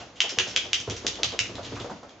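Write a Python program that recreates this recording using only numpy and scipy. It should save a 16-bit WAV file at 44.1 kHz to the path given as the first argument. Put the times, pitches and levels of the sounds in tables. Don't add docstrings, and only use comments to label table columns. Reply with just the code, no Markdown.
import sys
import numpy as np
from scipy import signal
from scipy.fft import rfft, irfft, next_fast_len
from scipy.io import wavfile
from scipy.ndimage import map_coordinates

SR = 44100
rng = np.random.default_rng(int(sys.argv[2]) if len(sys.argv) > 2 else 0)


def transcribe(signal):
    frames = np.atleast_2d(signal).T
    limited = np.clip(frames, -1, 1)
    pcm = np.round(limited * 32767).astype(np.int16)
    wavfile.write(sys.argv[1], SR, pcm)


N = 97020


def amp(db):
    return 10 ** (np.asarray(db) / 20)


def unit_energy(x):
    return x / np.linalg.norm(x, axis=-1, keepdims=True)


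def along(points, hz):
    f, v = np.transpose(points)
    return np.interp(np.log(hz + 1), np.log(f + 1), v)


def seconds(length):
    return np.arange(int(length * SR)) / SR


def wobble(rate, limit):
    points = rng.standard_normal(int(N * rate / SR) + 4)
    curve = map_coordinates(points, [np.arange(N) * rate / SR])
    return limit * np.tanh(curve / limit)


def resonance(f, hz, q):
    return 1j * f * hz / q / (hz * hz - f * f + 1j * f * hz / q)


def filtered(x, response):
    n = x.shape[-1]
    size = 2 * next_fast_len(n // 2 + 4096)
    return irfft(rfft(x, size) * response(np.fft.rfftfreq(size, 1 / SR)), size)[..., :n]


def coloured(x, points):
    def response(hz):
        cepstrum = irfft(np.log(amp(along(points, hz))))
        half = len(cepstrum) // 2
        cepstrum[1:half] *= 2
        cepstrum[half + 1:] = 0
        return np.exp(rfft(cepstrum))
    return filtered(x, response)


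def stereo(pair):
    # (frequency [Hz], how alike left and right are [0 to 1])
    alike = [(100, 0.95), (400, 0.94), (1000, 0.72), (2500, 0.43), (5000, 0.35), (8000, 0.77)]
    def blend(hz):
        angle = np.arccos(along(alike, hz)) / 2
        return np.array([np.cos(angle), np.sin(angle)])
    mid, side = filtered(pair, blend)
    return np.array([mid + side, mid - side])


def burst(fade, rise):
    t = seconds(.25)
    envelope = amp(-60 * t / fade) * (1 - np.exp(-t / rise))
    spectrum = rfft(rng.standard_normal(len(t)) * envelope)
    return irfft(spectrum / (abs(spectrum) + 1e-12), len(t)) * (t < fade)


def rush(tone):
    noise = stereo(coloured(rng.standard_normal((2, N)), tone))
    return noise / np.sqrt(np.mean(noise ** 2))


def room_air():
    # (frequency [Hz], level [dB])
    tone = [(15, -64), (25, -23), (162, -3.5), (659, -3), (727, -4.5), (2140, -15), (3340, -17.5),
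            (4170, -22), (6810, -19.5), (8930, -52), (11600, -77), (19600, -120)]
    return amp(-52.5) * rush(tone)


def standing_waves(f):
    # (frequency [Hz], level [dB])
    notes = [(190, -0.5), (258, -1), (370, -2), (475, 0), (613, -11.5), (702, -4.5)]
    width_hz = 7.8
    return 1 + sum(amp(db) * resonance(f, hz, hz / width_hz) for hz, db in notes)


def hallway():
    # (frequency [Hz], fade time [s])
    fades = [(100, 0.47), (500, 0.28), (1500, .36), (3000, 0.39), (7000, 0.33)]
    build_s, wall_delay_s, wall_fade_s = .00067, .0098, .088
    t = seconds(0.42)
    hz, frame_s, noise = signal.stft(rng.standard_normal((2, len(t))), SR, nperseg=256)
    fading = noise * amp(-60 * frame_s / along(fades, hz)[:, None])
    tail = signal.istft(fading)[1][:, :len(t)]
    tail = unit_energy(tail * (1 - np.exp(-t / build_s)))
    walls = rng.standard_normal((2, len(t))) * (t > wall_delay_s) * amp(-60 * t / wall_fade_s)
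    response = stereo(amp(-0.5) * tail + amp(-3) * unit_energy(walls))
    response[:, 0] += 1
    return response


def play_in_hall(out, s, db, sound):
    start = round(s * SR)
    sound = amp(db) * unit_energy(sound)
    heard = signal.fftconvolve(sound[None], hallway(), axes=1)[:, :N - start]
    out[:, start:start + heard.shape[1]] += heard


def rustle():
    # (time [s], level [dB])
    effort = [(0, 1.5), (.08, -10), (.17, -9.5), (.3, -7), (.6, -0.5), (.85, -3.5), (1.199, 2), (1.5, -0.5),
              (1.8, -1), (1.95, -9), (2.2, -15.5)]
    # (frequency [Hz], level [dB])
    coat_tone = [(150, -1), (400, -5.5), (1200, 4), (3200, 6), (6500, 1), (9000, -20)]
    body_tone = [(25, -23), (55, -5.5), (105, -2.5), (160, -14.5), (270, -5.5), (500, -10), (1000, -18),
                 (3000, -39.5)]
    effort_db = np.interp(np.arange(N) / SR, *np.transpose(effort))
    coat = amp(-46.5 + effort_db + 3.5 * wobble(rate=24.05, limit=1.2)) * rush(coat_tone)
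    body = amp(-47 + effort_db + 2.5 * wobble(rate=24.05, limit=1.2)) * rush(body_tone)
    return coat + body


def floor_thuds():
    # (time [s], level [dB])
    landings = [(0.376, -2), (.415, -10), (0.479, -7.5), (0.566, -8), (0.7955, -4), (0.8824, 9), (.905, 6),
                (1.2634, 2.5), (1.4044, 2.5), (1.485, -4.5), (1.5442, 1.5), (1.626, -4.5), (1.684, -0.5),
                (1.7363, 5.5), (1.767, -0.5), (1.809, 0), (1.861, -11.5), (1.969, -16.5)]
    # (frequency [Hz], level [dB], fade time [s])
    boards = [(56, -12.5, 0.17), (85.2, -10, 0.22), (109.6, 3.5, 0.13), (138, -3, 0.049)]
    rise_s = .0098
    out = np.zeros(N)
    for s, db in landings:
        t = np.maximum(np.arange(N) / SR - s, 0)
        ring = sum(amp(level - 60 * t / fade) * np.sin(2 * np.pi * (hz * t + rng.random() / 4))
                   for hz, level, fade in boards)
        out += amp(db - 33.5) * ring * (1 - np.exp(-t / rise_s))
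    return out


def skin_flops():
    # (time [s], level [dB], pitch [Hz], fade time [s])
    flops = [(.005, -9.5, 650, .13), (.239, -3.5, 606, .08), (.319, -9, 420, 0.03), (.371, -5.5, 480, .05),
             (.402, -8, 423, 0.028), (.4654, -7, 506, 0.03), (.5542, -9, 470, 0.036),
             (.65, -11.5, 686, .08), (.8745, -0.5, 410, 0.03), (.903, -3.5, 400, .1),
             (1.0446, -1, 430, 0.049), (1.1848, -3.5, 535, 0.15), (1.2292, -4.5, 600, 0.037),
             (1.325, -3.5, 520, .1), (1.4911, -6.5, 380, 0.035), (1.55, -10.5, 270, 0.051),
             (1.5799, -3, 580, 0.053), (1.7201, -2.5, 353, 0.046), (1.762, -5.5, 1280, .1),
             (1.80, -4, 383, 0.094), (1.843, -2.5, 517, 0.073), (1.8957, -3, 677, 0.063),
             (1.905, -5, 243, 0.067), (2.0299, -9.5, 740, 0.029)]
    # (frequency [Hz], level [dB])
    tone = [(40, -9), (150, 0.5), (700, -2), (1400, -1), (2200, -10), (5000, -3)]
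    out = np.zeros((2, N))
    for s, db, hz, fade in flops:
        puff = filtered(burst(fade, rise=.0021), lambda f: resonance(f, hz, q=2))
        play_in_hall(out, s, db - 6, coloured(puff, tone))
    return out


def light_flicks():
    # (time [s], level [dB], pitch [Hz], fade time [s])
    flicks = [(.002, -21, 2750, 0.065), (.155, -22.5, 2960, 0.15), (0.291, -6.5, 5140, 0.053),
              (.373, -30, 3000, 0.026), (.470, -10.5, 5540, 0.16), (0.558, -10.5, 3200, 0.06),
              (.645, -20, 5500, .05), (.801, -12.5, 5900, 0.0082), (.898, -10, 5900, 0.0092),
              (.9025, -11.5, 3240, 0.059), (0.9637, -14, 5800, .05), (1.0647, -7, 5600, 0.03),
              (1.156, -15.5, 3400, 0.0047), (1.3205, -16, 3160, .008), (1.5546, -17, 3800, .008),
              (1.63, -20.5, 4350, 0.048), (1.645, -15.5, 3350, 0.053), (1.754, -19.5, 2480, 0.037),
              (1.7988, -15, 3480, 0.037), (2.0324, -42, 3480, 0.016), (2.0934, -29, 3400, 0.0069)]
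    # (frequency [Hz], level [dB])
    tone = [(200, -26.5), (1200, -7), (2200, -2), (3300, 1), (4500, -4), (6200, -2.5), (9000, -8)]
    out = np.zeros((2, N))
    for s, db, hz, fade in flicks:
        brush = burst(fade, rise=0.035 * fade)
        flick = filtered(brush, lambda f: 1 + amp(4) * resonance(f, hz, q=6))
        play_in_hall(out, s, db + 4, coloured(flick, tone))
    return out


def ear_slaps():
    # (time [s], level [dB], pop pitch [Hz], pop over the crack [dB], treble tilt [dB])
    slaps = [(0.2041, 1, 3100, 7.5, -1), (0.3864, 1, 2900, -4.5, -2.5), (0.5625, 0.15, 3020, 8, -0.5),
             (0.7316, 0.1, 2970, 8, 2.5), (1.0669, -3.7, 3570, 6, 3.5), (1.2327, -1, 3470, 10.5, 1),
             (1.3909, -1, 2590, 6, 2)]
    # (frequency [Hz], level [dB])
    tone = [(100, -26), (400, -18), (1000, -11.5), (1800, -1.5), (3300, 2.5), (4100, -3.5), (6000, 1.5),
            (7300, -5), (9000, -8)]
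    pop_fade_s, tilt_centre_hz = .003, 3400
    out = np.zeros((2, N))
    for s, db, hz, pop_db, tilt_db in slaps:
        crack = coloured(burst(fade=.009, rise=1 / SR), tone)
        q = np.pi * hz * pop_fade_s / np.log(1000)
        pop = lambda f: 1 + amp(pop_db) * resonance(f, hz, q)
        tilt = lambda f: amp(tilt_db * np.tanh(2 * (f / tilt_centre_hz - 1)))
        play_in_hall(out, s, db + 8, filtered(crack, lambda f: pop(f) * tilt(f)))
    return out


def scene():
    dog = ear_slaps() + light_flicks() + skin_flops() + floor_thuds() + rustle()
    balance = amp([[-0.08], [0.08]])
    return filtered(dog, standing_waves) * balance + room_air()


def record(dry):
    # (frequency [Hz], level [dB])
    mic_tone = [(20, -19.5), (50, 0.5), (6800, -1), (7500, -4.5), (8000, -24), (8500, -18.5), (9200, -41.5)]
    return filtered(coloured(dry, mic_tone), lambda hz: hz < 9300)


dry = scene()
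out = record(dry)
transcribe(out)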